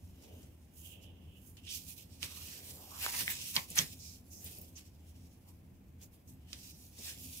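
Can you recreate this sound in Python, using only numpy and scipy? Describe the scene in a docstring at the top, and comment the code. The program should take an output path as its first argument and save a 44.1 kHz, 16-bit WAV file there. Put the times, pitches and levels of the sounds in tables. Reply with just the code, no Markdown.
"""Turning a booklet cover.

A hand lifts the cover of a paper booklet on a wooden table, turns it over and smooths it down.
Sheets hiss as their fibres slip and catch; the bowed page rustles, buckles with sharp snaps and
lands with a shiver and a table thud. Fingers rub the paper and its edge, the heel of the hand
drags dully, and the small room reflects the paper and hums low."""
import sys
import numpy as np
from scipy import signal
from scipy.fft import rfft, irfft, next_fast_len
from scipy.io import wavfile
from scipy.ndimage import uniform_filter1d, map_coordinates

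SR = 44100
rng = np.random.default_rng(int(sys.argv[2]) if len(sys.argv) > 2 else 0)


def digitize_waveform(pressure):
    """Quantize a signal to 16-bit integers and store it at the path in sys.argv[1].

    Rows of a 2-D input are taken as channels; values are limited to [-1, 1].
    """
    field = np.atleast_2d(pressure).T
    bounded = np.clip(field, -1, 1)
    quanta = np.round(bounded * 32767).astype(np.int16)
    wavfile.write(sys.argv[1], SR, quanta)


N = 326340

# Levels are relative; each source applies its own gain.
# cover dragging on the page below: (time [s], friction [dB], fizz offset [dB])
COVER_TURN = [(2.29, -55.5, -8), (2.374, -53, -3.5), (2.56, -53.5, -4.5), (2.618, -63.5, 1),
              (2.706, -56, 0), (2.754, -63, 5), (2.95, -56.5, -5), (3.06, -44, 1.5), (3.104, -48.5, -3),
              (3.21, -39.5, -1.5), (3.248, -49, -2.5), (3.31, -45.5, 4.5), (3.352, -45.5, -11.5),
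              (3.52, -50.5, 2)]
# sheet pushed over sheet: (peak time [s], rise [s], fall [s], friction [dB], fizz offset [dB])
SHEET_SLIDES = [(.1, 0.18, 0.028, -75.5, 3), (.245, 0.066, 0.048, -64, -3), (.35, 0.13, 0.15, -72, 5),
                (.62, 0.065, .1, -78, 3), (.79, .04, 0.072, -70, 13), (.88, 0.078, 0.072, -69, 12),
                (1.034, 0.024, 0.028, -70.5, 1), (1.48, 0.14, 0.11, -78, 13),
                (1.715, 0.04, 0.045, -47, -22), (1.752, 0.036, 0.07, -50, 1.5),
                (1.896, 0.064, 0.051, -56.5, 5), (1.985, 0.027, 0.066, -59.5, 2),
                (2.14, 0.046, 0.13, -65, -1), (2.236, 0.025, 0.044, -46.5, -2.5),
                (3.558, 0.044, 0.06, -42.5, -1.5), (3.717, 0.027, .02, -50.5, 2),
                (3.785, .022, 0.042, -36.5, 0), (3.92, 0.2, 0.048, -55, -0.5), (4.07, 0.14, .12, -61, 4),
                (4.35, 0.06, 0.3, -66.5, 10), (4.465, .035, 0.057, -54, 4), (4.55, 0.045, 0.12, -60.5, 2.5),
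                (4.78, 0.019, .045, -57.5, -2.5), (4.85, .05, 0.13, -71, -5), (5.095, 0.048, 0.029, -69, 4),
                (5.26, 0.14, 0.11, -70, 0.5), (5.49, .04, 0.076, -73.5, 4), (6.034, 0.019, 0.031, -63, 5.5),
                (6.14, .02, 0.041, -71, 5.5), (6.297, 0.024, 0.041, -68, 10.5),
                (6.525, 0.029, 0.027, -58.5, -11), (6.62, 0.1, .1, -58, -0.5), (6.71, .05, .04, -60.5, 1),
                (6.83, 0.082, 0.1, -65, 5.5), (7.069, 0.077, 0.082, -46.5, -2),
                (7.25, 0.094, 0.1, -57, 5.5), (7.36, 0.091, 0.1, -54, 4.5)]
# page bending as a whole: (peak time [s], rise [s], fall [s], level [dB])
PAGE_FLEXES = [(.3, 0.16, 0.18, -77.5), (2.23, .015, .06, -61), (2.7, .3, .25, -70),
               (3.062, 0.045, 0.035, -44.5), (3.147, .02, 0.03, -48), (3.208, .03, .025, -49),
               (3.3, .03, .03, -48.5), (3.58, 0.023, .018, -42), (3.785, .018, 0.03, -40),
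               (4.48, .05, 0.058, -68.5), (4.78, 0.029, 0.056, -72.5), (6.025, 0.018, 0.03, -73.5),
               (6.54, 0.079, 0.14, -74), (7.075, .06, .065, -59.5)]
# thumb under the page edge: (peak time [s], rise [s], fall [s], level [dB])
EDGE_RUBS = [(.33, 0.16, .16, -71), (.9, 0.097, 0.14, -60), (1.08, .1, 0.18, -68.5),
             (1.33, 0.11, .11, -67.5), (1.583, 0.014, 0.039, -67), (1.7, 0.047, .08, -54),
             (1.995, 0.016, 0.039, -66), (2.42, 0.21, 0.18, -63), (5.12, 0.21, .3, -81.5),
             (6.48, 0.081, .2, -74)]
# position of the rubbing: (time [s], left minus right [dB])
RUB_BALANCE = [(0, -2.5), (1, -7.5), (2, -6.5), (3.5, -2.7), (7.4, -3)]
# sheet buckling: (time [s], level [dB], pitch [Hz], rise [cycles], left minus right [dB])
BUCKLES = [(2.2292, -27.5, 2880, 1.27, -12.5), (2.23, -28.5, 5460, 1.34, -10),
           (3.0637, -23.5, 1220, 0.58, 1), (3.0635, -27.5, 3900, 0.6, -18), (3.2787, -20.5, 2100, 1.6, 0.5),
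           (3.28, -33.5, 3380, 1.5, -13), (3.5645, -12.5, 4600, 1.7, -5.5),
           (3.5644, -21.5, 2930, 0.94, -13.5), (3.568, -16.5, 3160, 1.0, -9), (3.776, -25.5, 2200, 1.3, -6),
           (3.7846, -18, 6200, 2.3, -12), (3.7886, -10.5, 5900, 2.2, -9.5), (3.7902, -18, 3280, 2.8, -8.5),
           (6.53, -37.5, 3130, 1.0, -14), (6.5318, -28.5, 5430, 1.2, -8.5)]
# page flicked, landing or patted: (time [s], shiver [dB], shiver t60 [s], pitch [Hz], thud [dB])
PAGE_SLAPS = [(0.222, -60, 0.022, 5500, -57), (0.429, -61, 0.11, 6700, -55),
              (1.569, -56.5, 0.12, 3620, -78), (1.667, -52.5, 0.085, 3850, -74),
              (2.23, -44, 0.2, 3000, -49.5), (2.707, -46, .04, 8000, -56.5), (3.064, -44, 0.048, 885, -71),
              (3.206, -39, 0.058, 1810, -47), (3.555, -29.5, 0.023, 9100, -45.5),
              (3.567, -34.5, 0.054, 2220, -46.5), (3.703, -39, 0.024, 9000, -49.5),
              (3.756, -35.5, .06, 10000, -55.5), (3.789, -31.5, 0.064, 3530, -38.5),
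              (4.365, -69, .06, 6000, -53), (4.443, -40.5, 0.057, 13500, -51),
              (4.585, -39.5, 0.031, 14400, -54), (4.614, -45, 0.073, 14600, -57),
              (6.014, -59, .08, 6060, -54.5), (6.53, -47.5, 0.12, 3530, -58), (6.987, -50, 0.1, 6500, -52)]
# brief brushes and swishes of fingers and the turning page:
# (time [s], length [s], level [dB], centre [Hz], width per stage [Hz])
BRIEF_SWISHES = [(0.193, 0.48, -75, 457, 450), (1.668, 0.056, -48.5, 3180, 1800),
                 (2.763, 0.36, -65.5, 790, 805), (2.909, 0.12, -57.5, 1050, 760),
                 (3.12, 0.2, -48, 9150, 2100), (3.192, 0.069, -46, 3430, 4500),
                 (3.295, 0.034, -47, 2800, 3200), (3.988, 0.22, -54.5, 5660, 5000),
                 (4.302, 0.19, -57.5, 6140, 2800), (4.463, 0.057, -60, 2980, 3030),
                 (4.754, 0.041, -54, 6000, 2600), (5.447, 0.1, -73.5, 950, 553),
                 (6.018, 0.042, -60, 6600, 4020), (6.273, 0.055, -67, 6130, 2630),
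                 (6.561, 0.33, -64, 5700, 3000)]
# heel of the hand on the table: (peak time [s], rise [s], fall [s], level [dB])
HEEL_SHIFTS = [(.33, 0.17, 0.14, -61.5), (1, .22, 0.4, -66.5), (2.1, 0.68, 0.3, -76),
               (2.75, 0.5, 0.26, -64), (3.2, 0.082, 0.24, -62.5), (3.7, 0.095, 0.55, -70),
               (4.58, 0.24, 0.16, -66.5), (5.25, .35, 0.32, -72.5), (7.1, .15, 0.36, -70)]

# noise spectra: (frequency [Hz], density [dB])
FRICTION_SPECTRUM = [(1200, -34), (1900, -19.5), (2450, -2.5), (3200, -3), (4300, -3), (5600, 0.5),
                     (7000, -4.5), (9000, -5.5), (15000, -14)]
FIZZ_SPECTRUM = [(4000, -32.5), (6500, -4), (8500, -4), (10000, -2), (12000, 0.5), (15500, -1.5)]
BOW_SPECTRUM = [(250, -22.5), (500, -15), (1000, -4.5), (1400, -8), (1900, -0.5), (2600, -2.5), (4000, -6),
                (8000, -32)]
SKIN_SPECTRUM = [(120, -20.5), (280, -3.5), (480, -2.5), (750, -9.5), (1200, -27.5), (2500, -55)]
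ROOM_SPECTRUM = [(25, -21.5), (45, -9), (80, 0.5), (130, -7.5), (220, -11.5), (320, -10.5), (450, -27),
                 (800, -24.5), (1300, -32.5), (2500, -31), (4500, -42.5), (9000, -46), (15000, -36)]
# resonances: (centre [Hz], width [Hz], gain [dB])
EDGE_MODES = [(2950, 1070, 0)]
TABLE_MODES = [(168, 110, 6), (240, 70, -1.5), (400, 430, -18.5)]
HUM_MODES = [(81, 13, -1.5), (189, 40, -13.5), (256, 13, -11)]
# left-right likeness: (frequency [Hz], coherence [0..1])
PAPER_COHERENCE = [(300, 0.28), (1500, 0.25), (4000, 0.2), (8000, 0.18), (15000, 0.14)]
ROOM_COHERENCE = [(30, .8), (75, 0.97), (130, 0.96), (290, 0.83), (640, 0.24), (1400, 0.088), (4000, .1),
                  (15000, .1)]
# room decay: (frequency [Hz], t60 [s])
ROOM_T60 = [(200, 0.28), (1500, 0.21), (5000, 0.11), (15000, 0.16)]

SWELL_DROP_DB, SWELL_ROUNDNESS = 10.5, 1.3  # drop at one rise before, one fall after the peak
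TURN_FADE_DB_PER_S, TURN_BOW_OFFSET_DB = 257, -18.5
REST_FRICTION_DB, REST_FIZZ_DB, REST_HAND_DB = -83.5, -81, -75  # a resting hand is never quite still
CUTOFF_HZ = 15650


def rustle():
    """Friction hisses, light fast contact fizzes, the bowed sheet sounds lower, the thumb rubs the edge."""
    turn_friction, turn_fizz = cover_turn()
    slide_friction = swells(row[:-1] for row in SHEET_SLIDES)
    slide_fizz = swells((*timing, db + fizz_db) for *timing, db, fizz_db in SHEET_SLIDES)
    rubbing = amp(2.0) * power_sum(turn_friction, slide_friction, amp(REST_FRICTION_DB))
    skimming = amp(2.35) * power_sum(turn_fizz, slide_fizz, amp(REST_FIZZ_DB))
    bending = amp(5.56) * power_sum(swells(PAGE_FLEXES), amp(TURN_BOW_OFFSET_DB) * turn_friction)
    grip = amp(1.7 * wobble(45) + 0.87 * wobble(220))  # stick and slip
    friction = rubbing * fibres(spectrum(FRICTION_SPECTRUM), catches_per_s=490, grit=0.41, drift_db=2)
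    fizz = skimming * fibres(spectrum(FIZZ_SPECTRUM), catches_per_s=700, grit=0.45, drift_db=3)
    bow = bending * fibres(spectrum(BOW_SPECTRUM), catches_per_s=300, grit=0.27, drift_db=5)
    edge = fibres(resonator(EDGE_MODES, stages=4), catches_per_s=810, grit=0.3, drift_db=1.5)
    thumb = swells(EDGE_RUBS) * edge
    contacts = pan(friction + fizz + thumb, right_lag_ms=0.14, left_db=curves(RUB_BALANCE)[0])
    return grip * (contacts + pan(bow, right_lag_ms=0.15, left_db=2.8))


def cover_turn():
    """Friction and fizz gains of the dragging cover, faded at both ends."""
    friction_db, fizz_db = curves(COVER_TURN)
    t = np.arange(N) / SR
    outside_s = np.abs(t - np.clip(t, COVER_TURN[0][0], COVER_TURN[-1][0]))
    faded_db = friction_db - TURN_FADE_DB_PER_S * outside_s
    return amp(faded_db - 0.5), amp(faded_db + fizz_db + 3.5)


def fibres(colour, catches_per_s, grit, drift_db):
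    """Countless tiny slips plus sparse catches; the colour drifts as the sheet bends."""
    slips = rng.standard_normal((2, N))
    catches = unit((rng.random(N) < catches_per_s / SR) * rng.standard_normal((2, N)))
    bins = signal.stft(slips + grit * catches, nperseg=512)[2]
    drift = uniform_filter1d(rng.standard_normal(bins.shape), 6, axis=1)
    drift = unit(uniform_filter1d(drift, 22, axis=2))
    patchy = signal.istft(bins * amp(drift_db * drift), nperseg=512)[1][:, :N]
    return stereo(patchy, colour, PAPER_COHERENCE)


def snaps():
    """A buckle flips in a few cycles, with a short crack in the sheet around it."""
    out, t = np.zeros((2, N)), np.arange(SR // 30) / SR
    for start_s, db, hz, cycles, left_db in BUCKLES:
        rise = t * hz / cycles
        flip = np.sin(2 * np.pi * hz * t) * rise ** 2 * np.exp(2 * (1 - rise))
        crack = noise(len(t), resonator([(hz, 3 * hz, 0)]), PAPER_COHERENCE)
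        crack *= 0.22 * (1 - np.exp(-2 * rise)) * decay(t, t60_s=0.008)
        add(out, start_s, pan(amp(db) * (flip + crack), right_lag_ms=0.14, left_db=left_db))
    return out


def slaps():
    """A slapped sheet shivers briefly and the table top thuds."""
    out, t = np.zeros((2, N)), np.arange(SR // 3) / SR
    wood = lowpassed(resonator(TABLE_MODES), corner_hz=800)
    cushion = 1 - np.exp(-t / 0.0038)  # trapped air softens the landing
    for start_s, shiver_db, t60_s, hz, thud_db in PAGE_SLAPS:
        sheet = resonator([(hz, min(1.5 * hz, 6000), 0)], stages=2)
        shiver = noise(len(t), sheet, PAPER_COHERENCE) * decay(t, t60_s)
        thud = noise(len(t), wood, ROOM_COHERENCE) * cushion * decay(t, t60_s=0.21)
        add(out, start_s, amp(shiver_db) * pan(shiver, right_lag_ms=0.12, left_db=-0.5))
        add(out, start_s, amp(thud_db) * thud)
    return out


def swishes():
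    """A swish starts fast and slows, hissing in a narrow band."""
    out = np.zeros((2, N))
    for start_s, length_s, db, hz, width_hz in BRIEF_SWISHES:
        progress = np.linspace(0, 1, round(length_s * SR))
        speed = np.sin(np.pi * np.sqrt(progress))
        hiss = noise(SR // 2, resonator([(hz, width_hz, 0)], stages=4), PAPER_COHERENCE)
        add(out, start_s, amp(db) * speed * hiss[:, :len(speed)])
    return pan(out, right_lag_ms=0.083, left_db=-6)


def hand():
    """Skin drags dully over wood and paper."""
    drag = noise(N, spectrum(SKIN_SPECTRUM), ROOM_COHERENCE)
    motion = power_sum(swells(HEEL_SHIFTS), amp(REST_HAND_DB))
    return motion * amp(0.75 * wobble(7.8)) * drag


def reflections(x):
    """The walls return a short tail, each frequency decaying at its own rate."""
    hz, t, bins = signal.stft(rng.standard_normal((2, SR // 2)), SR, nperseg=256)
    tail = signal.istft(bins * decay(t, log_interp(ROOM_T60, hz)[:, None]), SR, nperseg=256)[1]
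    tail /= np.linalg.norm(tail[0])
    tail = np.pad(tail, ((0, 0), (SR // 250, 0)))  # 4 ms pre-delay
    return signal.fftconvolve(x, tail, axes=1)[:, :N]


def room_hum():
    """The room's low, wavering drone over a faint hiss."""
    floor = noise(N, spectrum(ROOM_SPECTRUM), ROOM_COHERENCE)
    drone = noise(N, lowpassed(resonator(HUM_MODES), corner_hz=450), ROOM_COHERENCE)
    return amp(-62) * floor + amp(-57.5 + 2.7 * wobble(10)) * drone


def amp(db):
    """Decibels to gain."""
    return 10 ** (np.asarray(db) / 20)


def unit(x):
    """Scale to rms 1."""
    return x / np.sqrt(np.mean(x ** 2) + 1e-20)


def decay(t, t60_s):
    """Exponential fall, 60 dB per t60_s."""
    return amp(-60 * t / t60_s)


def power_sum(*gains):
    """Joint gain of unrelated sounds."""
    return np.sqrt(sum(g ** 2 for g in gains))


def swells(moves):
    """Gain curve of movements that speed up and slow down, summed in power."""
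    power = np.zeros(N)
    for peak_s, rise_s, fall_s, db in moves:
        first, last = int((peak_s - np.pi * rise_s) * SR), int((peak_s + np.pi * fall_s) * SR)
        i = np.arange(max(0, first), min(N, last))
        away = np.maximum((peak_s - i / SR) / rise_s, (i / SR - peak_s) / fall_s)
        power[i] += amp(db - SWELL_DROP_DB * away ** SWELL_ROUNDNESS) ** 2
    return np.sqrt(power)


def curves(rows):
    """Per-sample curve of each column after the time."""
    times_s, *columns = np.transpose(rows)
    return [np.interp(np.arange(N) / SR, times_s, column) for column in columns]


def wobble(rate_hz):
    """Smooth random curve with knots at rate_hz."""
    knots = rng.standard_normal(int(N * rate_hz / SR) + 4)
    return map_coordinates(knots, [np.arange(N) * rate_hz / SR])


def log_interp(points, hz):
    """Read (frequency [Hz], value) points on a log axis."""
    knots_hz, values = np.transpose(points)
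    return np.interp(np.log(hz + 1), np.log(knots_hz + 1), values)


def spectrum(points):
    """Response through (frequency [Hz], level [dB]) points."""
    return lambda f: amp(log_interp(points, f))


def resonator(modes, stages=1):
    """Causal response of modes of alternating sign; more stages steepen the skirts."""
    return lambda f: sum((-1) ** k * amp(db) * 1j * f * width_hz / (hz * hz - f * f + 1j * f * width_hz)
                         for k, (hz, width_hz, db) in enumerate(modes)) ** stages


def lowpassed(response, corner_hz):
    """A response with a 24 dB/octave roll-off added."""
    return lambda f: response(f) / (1 + (f / corner_hz) ** 4)


def filtered(x, response):
    """Apply a complex frequency response."""
    n = x.shape[-1]
    padded = next_fast_len(n + 8192)
    return irfft(rfft(x, padded) * response(np.fft.rfftfreq(padded, 1 / SR)), padded)[..., :n]


def stereo(x, colour, coherence):
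    """Two unrelated signals to coloured, partly coherent left and right, rms 1."""
    def response(f):
        angle = np.arccos(np.clip(log_interp(coherence, f), -1, 1)) / 2
        return colour(f) * np.array([np.cos(angle), np.sin(angle)])
    mid, side = filtered(x, response)
    return unit(np.array([mid + side, mid - side]))


def noise(samples, colour, coherence):
    """Coloured stereo noise, rms 1."""
    return stereo(rng.standard_normal((2, samples)), colour, coherence)


def pan(x, right_lag_ms, left_db):
    """Place a sound by delay and level between the channels."""
    side = np.array([[1], [-1]])
    delayed = filtered(x, lambda f: np.exp(1j * np.pi * f * side * right_lag_ms / 1000))
    return delayed * amp(side * left_db / 2)


def add(track, start_s, sound):
    """Mix a sound into a track."""
    part = track[:, round(start_s * SR):][:, :sound.shape[-1]]
    part += sound[..., :part.shape[-1]]


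def scene():
    """Paper, hand and room."""
    sliding = rustle() + swishes()
    impacts = snaps() + slaps()
    reverb = reflections(amp(-10.5) * sliding + amp(-13.5) * impacts)
    return sliding + impacts + reverb + hand() + room_hum()


def record(dry):
    """Steep low-pass at the band limit."""
    return filtered(dry, lambda hz: 1 / np.sqrt(1 + (hz / CUTOFF_HZ) ** 300))


dry = scene()
out = record(dry)
digitize_waveform(out)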